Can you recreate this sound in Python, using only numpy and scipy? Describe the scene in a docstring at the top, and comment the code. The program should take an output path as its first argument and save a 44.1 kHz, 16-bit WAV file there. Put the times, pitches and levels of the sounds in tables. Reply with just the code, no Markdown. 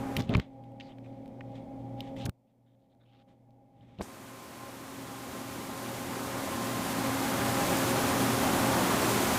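"""Industrial dryer and control desk

A dryer hums in a small factory room while an operator in a paper gown works its steel control desk.
Switches click, the desk knocks and shudders, a glove scrapes the knobs. After the early knocks the
hum and rustle duck, then creep back at a steady rate. Motor and fan start muffled; at four seconds
the sound opens into the rush of the blower, which swells to a steady roar."""
import sys
import numpy as np
from scipy import signal
from scipy.fft import rfft, irfft, next_fast_len
from scipy.io import wavfile

SR = 44100
rng = np.random.default_rng(int(sys.argv[2]) if len(sys.argv) > 2 else 0)


def store_wav(level_fs):
    """Save 16-bit WAV to argv[1]."""
    pcm = np.round(np.clip(np.atleast_2d(level_fs), -1, 1) * 32767)
    wavfile.write(sys.argv[1], SR, pcm.T.astype(np.int16))


N = 413658

# motor hum, two close lines that beat, and casing tones: f/Hz, muffled level/dB, open level/dB
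MOTOR_LINES = [(117.9, -47, -47.5), (120.4, -42, -41.5), (221.7, -53, -57), (232.6, -50.5, -44),
               (361, -60.5, -64)]
# blade-passing harmonics, first to third: muffled level/dB, open level/dB
BLADE_HARMONICS = [(-38.5, -37.5), (-46.5, -44.5), (-45.5, -47.5)]
# fader ride on the muffled third blade harmonic: t/s, gain/dB
WHINE_RIDE = [(0, -1), (.3, -2.5), (.9, 1.5), (1.2, -3.5), (1.45, -2.5), (2.2, -1.5), (2.35, -13),
              (2.9, -6), (3.15, 3.5), (3.901, 2)]
# noise colours: f/Hz, relative level/dB
DULL_AIR_COLOUR = [(25, -9), (60, -8), (110, -7), (170, -1.5), (250, -2), (320, -7.5), (430, -12.5),
                   (540, -4), (700, -10.5), (830, -10), (1050, -25), (1500, -34.5), (5000, -44.5),
                   (15000, -54)]
ROAR_COLOUR = [(25, -14.5), (50, -12), (78, -3), (115, -3), (150, -4), (230, 1), (350, -3.5), (450, -2.5),
               (620, -5), (1000, -4), (1500, -7.5), (2200, -13), (4000, -27.5), (9000, -43)]
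HISS_COLOUR = [(800, -37.5), (2000, 1), (3200, 2), (5000, -0.5), (7000, 0), (10000, -2), (13000, -3),
               (15500, -8)]
CLOTH_COLOUR = [(600, -6.5), (1100, -2), (1500, -7), (2050, 1.5), (2700, -2.5), (3500, 0), (4400, -11),
                (5200, -13.5), (8000, -19), (11000, -31.5), (16000, -32)]
RUMBLE_COLOUR = [(30, -19), (70, 6.5), (130, 9), (250, 5.5), (400, -6), (700, -15), (1200, -16),
                 (2000, -33), (5000, -61)]
# peaks and notches of the casing and the duct: f/Hz, width/Hz, gain/dB
CASING_BANDS = [(2200, 320, 8), (3220, 320, 4.5)]
DUCT_BANDS = [(61.8, 13, -13.5), (86.6, 18, 1.5), (186, 27, 5), (244, 14, 2), (319, 9.4, 6.5),
              (352.4, 9.9, 8), (382.7, 15, 5), (459, 23, -8), (557, 23, 4.5), (636, 19, 4), (740, 54, 2.5),
              (842, 42, 1), (1200, 17, 3), (2450, 17, -1)]
# gown and gloves brushing the desk: t/s, length/s, level/dB, treble lift/dB, relative rumble/dB
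RUBS = [(0.17, 0.067, -50.5, 10, 6), (0.263, 0.16, -42.5, -16, 2.5), (0.79, 0.12, -55.5, -2, -8),
        (1.032, 0.032, -63, 5, -6), (1.548, 0.019, -55.5, 2, -6), (1.965, 0.11, -56.5, -1, -4),
        (2.157, 0.067, -55, 8, 3), (3.27, .04, -52.5, 3, 18), (3.734, 0.27, -53, -4, 13.5),
        (3.867, 0.12, -69, -3, 11)]
# switch clicks, hard taps and light ticks: t/s, level/dB, f/Hz, width/octaves, t60/s, relative crack/dB
CLICKS = [(0.1666, -24, 3100, 1.15, 0.018, -3.5), (0.1725, -36, 3100, 0.72, .012, -1),
          (.1955, -42, 3800, 1.4, .012, -6), (0.203, -34, 2000, 1.8, 0.012, -9),
          (.209, -44, 4200, 1.1, .02, -6), (0.221, -43, 3900, 1, .014, -10),
          (0.2932, -35, 3230, 0.43, 0.012, -13), (.339, -28.5, 2410, 0.7, 0.013, -30.5),
          (0.3492, -29.5, 3000, 1.5, 0.0064, -28), (0.3509, -21, 1960, 0.51, 0.012, -36),
          (0.349, -25, 1200, .5, 0.02, -38), (.369, -45, 4530, 1.4, 0.0068, 6),
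          (.379, -45, 2000, 1.7, .012, -19), (0.3986, -29, 2520, 1.33, 0.01, -16),
          (.6379, -60, 2400, 0.9, .025, -10), (.7202, -64, 2200, 1.1, .003, 1),
          (0.8002, -43.5, 2570, 1, 0.019, -23), (0.8077, -41.5, 2620, 0.79, 0.037, -29),
          (0.9847, -54, 2300, 1.4, 0.017, -14), (1.259, -54, 2000, 1.5, .006, -6),
          (1.279, -57, 3000, 1.1, .003, 2), (1.408, -39.5, 1780, 0.75, 0.015, -27),
          (2.006, -32, 3540, .8, 0.011, -11), (2.1647, -46, 2405, 1.1, .01, -9.5),
          (2.9497, -66, 2600, 1.7, 0.0027, 0), (3.5074, -67, 2600, 2, 0.0027, 0),
          (3.8095, -61.5, 3250, .3, 0.017, -31), (3.9867, -56, 3100, 0.75, 0.1, -18),
          (4.0092, -29, 595, 1.06, 0.016, -30), (4.012, -38, 2100, 0.85, .012, -17),
          (4.015, -44, 2600, 1.8, .008, -12), (4.0176, -39, 3400, 1.5, 0.007, -14),
          (4.024, -51, 6900, 0.92, 0.23, -14)]
# the desk shaking around the knocks: t/s, length/s, level/dB, relative body/dB
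SHUDDERS = [(.171, 0.043, -34, -10), (0.215, 0.082, -42, -17), (0.293, 0.051, -30, -6),
            (0.364, 0.037, -34.5, -10), (2.245, .042, -40, -12), (3.992, 0.027, -38, -3)]
# dull knocks on the desk: t/s, level/dB, contact cut-off/Hz
KNOCKS = [(.174, -26, 300), (0.205, -27, 200), (.3075, -28.5, 500), (0.336, -23, 400), (.3528, -10, 190),
          (0.369, -16, 158), (.381, -15, 170), (0.3961, -19.5, 120), (2.254, -25, 110), (2.274, -35, 139.6),
          (2.2892, -19.5, 172), (3.988, -30, 220), (4.0093, -28, 500)]
# modes of the desk panel: f/Hz, relative level/dB, t60/s
DESK_MODES = [(72, -3, .03), (115, 1, .035), (185, -3, .035), (255, -4, .035), (380, -4, .03),
              (560, -8, .025), (900, -14, .02)]
# ducks after hard knocks: t/s, level at the bottom/dB
DUCKS = [(.21, -9.5), (.37, -14), (2.292, -30)]
# glove on the knobs: t/s, length/s, level before ducking/dB, f/Hz, width/Hz, relative knob body/dB
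SCRAPES = [(0.817, 0.065, -58, 4400, 900, -14), (0.896, .03, -56, 3180, 600, -8),
           (1.042, 0.019, -55, 2330, 500, 0), (2.022, 0.072, -69, 3200, 700, -10),
           (2.163, .025, -56, 2250, 500, -12), (2.197, 0.049, -49, 3300, 1300, -11),
           (2.465, .04, -59, 3000, 1200, -10), (2.66, 0.092, -60, 3420, 700, -2),
           (2.788, 0.076, -61, 3500, 1210, -5), (2.892, .04, -59, 3600, 904, -7),
           (2.998, .038, -53.5, 3660, 450, 0), (3.05, 0.068, -49.5, 2950, 1100, -10),
           (3.123, 0.1, -48.5, 3130, 1500, -3)]
# tiny buzzy zips: t/s, length/s, start f/Hz, end f/Hz, level/dB
ZIPS = [(2.254, 0.0086, 7150, 1990, -40), (2.262, 0.0034, 1290, 1900, -40),
        (2.2943, 0.00204, 1400, 1350, -38)]

OPEN_S, OPEN_FADE_S = 4.004, 0.0089   # crossfade from muffled to open
# as the microphone turns towards the dryer, the rush gains and the tones sink into it
TURN_S, RUSH_RISE_DB_PER_S, TONE_FADE_DB_PER_S = 8.34, 1.5, 4


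def from_db(db):
    """Decibels to gain."""
    return np.exp(np.log(10) / 20 * np.asarray(db))


def rms_one(x):
    """Scale to unit rms."""
    return x / np.sqrt(np.mean(x ** 2) + 1e-20)


def seconds():
    """The time of every sample."""
    return np.arange(N) / SR


def add(out, s, sound):
    """Mix a sound in at time s."""
    at = round(s * SR)
    out[at:at + len(sound)] += sound[:N - at]


def ramp(s, length):
    """A linear fade from 0 to 1, starting at time s."""
    return np.clip((seconds() - s) / length, 0, 1)


def stroke(s, length, attack_s, release_s):
    """The envelope of one gesture: it takes hold, sustains and dies away."""
    out, t = np.zeros(N), np.arange(int((length + 10 * release_s) * SR)) / SR
    add(out, s, np.minimum(t / attack_s, 1) * np.exp(-np.maximum(t - length, 0) / release_s))
    return out


def drift(rate_hz):
    """A smooth random modulator, rms 1."""
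    hop, settle = 40, 2000
    r = np.exp(-2 * np.pi * rate_hz * hop / SR)
    slow = signal.lfilter([1], [1, -2 * r, r * r], rng.standard_normal(N // hop + settle + 2))[settle:]
    return np.interp(np.arange(N) / hop, np.arange(len(slow)), rms_one(slow))


def noise(colour):
    """A steady noise bed of a given colour, rms 1."""
    size = next_fast_len(N)
    hz, db = np.transpose(colour)
    bins = np.maximum(np.fft.rfftfreq(size, 1 / SR), 1)
    gain = from_db(np.interp(np.log(bins), np.log(hz), db)) * np.minimum(bins / hz[0], 1)
    return rms_one(irfft(rfft(rng.standard_normal(size)) * gain, size)[:N])


def fading_noise(t60, size):
    """White noise that dies away."""
    return rng.standard_normal(size) * np.exp(-np.log(1000) * np.arange(size) / SR / t60)


def butter(x, hz, kind, order=2):
    """A low-, high- or band-pass with its edges kept in range."""
    sections = signal.butter(order, np.clip(hz, 10, .45 * SR), kind, fs=SR, output="sos")
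    return signal.sosfilt(sections, x + 1e-18)


def ring(x, hz, t60):
    """One mode: a unit impulse starts a decaying sine of height 1."""
    r, w = from_db(-60 / (t60 * SR)), 2 * np.pi * hz / SR
    return signal.lfilter([0, np.sin(w)], [1, -2 * r * np.cos(w), r * r], x + 1e-18)


def resonance(x, hz, width):
    """A band-pass with unity gain at its peak."""
    r, w = np.exp(-np.pi * width / SR), 2 * np.pi * hz / SR
    return signal.lfilter((1 - r * r) / 2 * np.array([1, 0, -1]), [1, -2 * r * np.cos(w), r * r], x)


def equalise(x, bands):
    """Boost or cut narrow bands of a noise; rms 1."""
    return rms_one(x + sum((from_db(db) - 1) * resonance(x, hz, width) for hz, width, db in bands))


def tone(hz, waver_db, flutter):
    """A machine line: it wavers in the room's standing waves and flutters in the air stream."""
    phase = 2 * np.pi * (np.cumsum(hz * np.ones(N)) / SR + rng.random())
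    height = np.sqrt(2) * from_db(waver_db * drift(0.51))
    return (height + flutter * drift(9.8)) * np.sin(phase) + flutter * drift(4.2) * np.cos(phase)


def motor(muffled, opened):
    """Beating motor hum and casing tones; higher lines flutter more."""
    out = 0
    for hz, muffled_db, open_db in MOTOR_LINES:
        gain = muffled * from_db(muffled_db) + opened * from_db(open_db)
        out += gain * tone(hz, waver_db=-0.26, flutter=hz / 900)
    return out


def fan(muffled, opened, blade_hz=269.4):
    """Passing blades sing in harmonics, steadier when muffled and rougher in the rush."""
    hz = blade_hz * (1 + 0.00061 * drift(0.77))
    whine_db = np.interp(seconds(), *np.transpose(WHINE_RIDE))
    out = 0
    for k, (muffled_db, open_db) in enumerate(BLADE_HARMONICS, 1):
        ride_db = whine_db if k == 3 else 0
        out += muffled * from_db(muffled_db + ride_db) * tone(k * hz, waver_db=-0.3, flutter=0.19 * k)
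        out += opened * from_db(open_db) * tone(k * hz, waver_db=1.3, flutter=0.36 * k)
    return out


def dull_air():
    """A muffled bed of air noise, coloured by the casing."""
    return from_db(-42) * equalise(noise(DULL_AIR_COLOUR), CASING_BANDS)


def blower(rush):
    """Duct turbulence roars and hisses: it leaks through at first, is shut out, then opens fully."""
    leak = stroke(0, length=.205, attack_s=1 / SR, release_s=0.0098)
    duct = equalise(noise(ROAR_COLOUR), DUCT_BANDS)
    swell = from_db(-11) * stroke(8.35, length=0.45, attack_s=.12, release_s=0.08)
    mid_surge = swell * resonance(duct, hz=740, width=370)
    roar = from_db(-30 + .5 * drift(7.9)) * (duct + mid_surge)
    hiss = from_db(-36 + 0.45 * drift(16)) * noise(HISS_COLOUR)
    return (rush + leak * from_db(-14)) * roar + (rush + leak * from_db(-22)) * hiss


def dryer(muffled, opened):
    """Motor, fan, air and a duct whistle, riding the muffled and open faders."""
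    turned_s = np.maximum(seconds() - TURN_S, 0)
    tone_fade = from_db(-TONE_FADE_DB_PER_S * turned_s)
    rush = opened * from_db(RUSH_RISE_DB_PER_S * turned_s)
    # each exponent is the dB a layer moves for one dB on its fader
    open_tones = tone_fade * opened ** 0.99
    whistle = from_db(-49.5) * tone_fade * opened ** 0.65 * tone(1049.5, waver_db=2.5, flutter=0.99)
    hum = motor(muffled ** 0.99, open_tones) + fan(muffled ** 1.27, open_tones)
    return whistle + hum + muffled * dull_air() + blower(rush)


def gown(grain_db=1.5, treble_hz=5500, rest_db=-76.5, swing_db=6):
    """The stiff gown rustles in uneven grains; brisk strokes are brighter, heavy ones rumble."""
    cloth = noise(CLOTH_COLOUR) * from_db(grain_db * drift(70))
    body = from_db(rest_db + swing_db * drift(4.4))   # the gown never quite rests
    treble, bass = body.copy(), 0
    for s, length, db, lift_db, rumble_db in RUBS:
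        rub = from_db(db) * stroke(s, length, attack_s=0.33 * length, release_s=0.022)
        body += rub
        treble += rub * from_db(lift_db)
        bass += rub * from_db(rumble_db)
    dull = butter(cloth, treble_hz, "low", order=1)
    return bass * noise(RUMBLE_COLOUR) + body * dull + treble * (cloth - dull)


def click(hz, octaves, t60, crack_db, snap_db=-5):
    """A snap and its brief rattle: the struck part rings in one band, with a broadband crack."""
    rattle = fading_noise(t60, size=4096)
    snap = from_db(snap_db) * np.linalg.norm(rattle) * signal.unit_impulse(len(rattle))
    burst = rms_one(rattle + snap) * np.std(rattle)
    body = butter(burst, [hz / 2 ** (octaves / 2), hz * 2 ** (octaves / 2)], "band")
    return rms_one(body) * np.std(burst) + from_db(crack_db) * burst


def switches():
    """Crisp switch clicks and taps on the desk."""
    out = np.zeros(N)
    for s, db, hz, octaves, t60, crack_db in CLICKS:
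        add(out, s, from_db(db) * click(hz, octaves, t60, crack_db))
    return out


def room(x, t60=0.5, wet_db=-31, damping_hz=3380):
    """The short diffuse tail that hard walls leave."""
    tail = butter(fading_noise(t60, size=SR // 2), damping_hz, "low")
    return from_db(wet_db) * signal.fftconvolve(x, tail / np.linalg.norm(tail))[:N]


def shudders(body_low_hz=220, body_high_hz=560):
    """The desk shakes: a loose rumble with a boxy body under each group of knocks."""
    rumble = noise(RUMBLE_COLOUR)
    body = rms_one(butter(rng.standard_normal(N), [body_low_hz, body_high_hz], "band"))
    out = 0
    for s, length, db, body_db in SHUDDERS:
        envelope = from_db(db) * stroke(s, length, attack_s=0.0037, release_s=0.0068)
        out += envelope * (rumble + from_db(body_db) * body)
    return out


def knocks(trim_db=-5.5, scatter_db=2.0, low_cut_hz=67):
    """Each knock rings the damped desk panel; a softer contact favours the low modes."""
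    blows, panel = np.zeros(N), 0
    for s, db, hz in KNOCKS:
        add(blows, s, from_db(db) * butter(signal.unit_impulse(2048), hz, "low", order=1))
    for hz, db, t60 in DESK_MODES:
        panel -= ring(blows * from_db(db + trim_db + scatter_db * drift(40)), hz, t60)
    return butter(panel, low_cut_hz, "high")


def ducking(fall_s=0.0089, recovery_db_per_s=5.5):
    """A fader that drops fast at each cue and climbs evenly back towards full level."""
    t, db = seconds(), np.zeros(N)
    for s, low_db in DUCKS:
        climb_db = np.minimum(low_db + recovery_db_per_s * (t - s), 0)
        db += ramp(s, fall_s) * (climb_db - db)
    return from_db(db)


def scrapes(slips_per_s=2700, grain_db=2.5, body_low_hz=1100, body_high_hz=2200):
    """A glove sticks and slips on a knob: dense slips ring a narrow rasp over the knob's duller body."""
    slips = rng.standard_normal(N) * (rng.random(N) < slips_per_s / SR)
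    slips *= from_db(grain_db * drift(60))
    body = rms_one(butter(slips, [body_low_hz, body_high_hz], "band", order=3))
    out = 0
    for s, length, db, hz, width, body_db in SCRAPES:
        rasp = rms_one(butter(slips, [hz - width / 2, hz + width / 2], "band"))
        envelope = from_db(db) * stroke(s, length, attack_s=0.0052, release_s=0.0069)
        out += envelope * (rasp + from_db(body_db) * body)
    return out


def zips(jitter=.14, crackle_db=-9, harmonics=11):
    """A quick run of tiny uneven slips: a crackling sawtooth whose pitch glides."""
    out = np.zeros(N)
    for s, length, start_hz, end_hz, db in ZIPS:
        hz = np.geomspace(start_hz, end_hz, int(length * SR))
        uneven, crackle = rng.standard_normal((2, 1024))[:, :len(hz)]
        phase = 2 * np.pi * np.cumsum(hz * (1 + jitter * uneven)) / SR
        saw = sum(np.sin(k * phase) / k * (k * hz < SR / 2) for k in range(1, harmonics + 1))
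        envelope = from_db(db) * signal.windows.tukey(len(hz), .1)
        add(out, s, envelope * (saw + from_db(crackle_db) * crackle))
    return out


def scene(floor_db=-90):
    """A mono mix over faint hiss: dryer, handling and room tail duck; the desk hits stay up front."""
    level, openness = ducking(), ramp(OPEN_S, OPEN_FADE_S)
    muffled, opened = level * (1 - openness), level * openness
    clicks = switches()
    desk = clicks + knocks() + shudders() + zips()
    handling = muffled * (room(clicks) + gown() + scrapes())   # gone once the blower opens
    mono = dryer(muffled, opened) + desk + handling + from_db(floor_db) * rng.standard_normal(N)
    return np.array([mono, mono])


def record(dry, cutoff_hz=15500):
    """A steep high cut on the whole mix."""
    return signal.sosfilt(signal.ellip(12, .1, 90, cutoff_hz, fs=SR, output="sos"), dry)


dry = scene()
out = record(dry)
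store_wav(out)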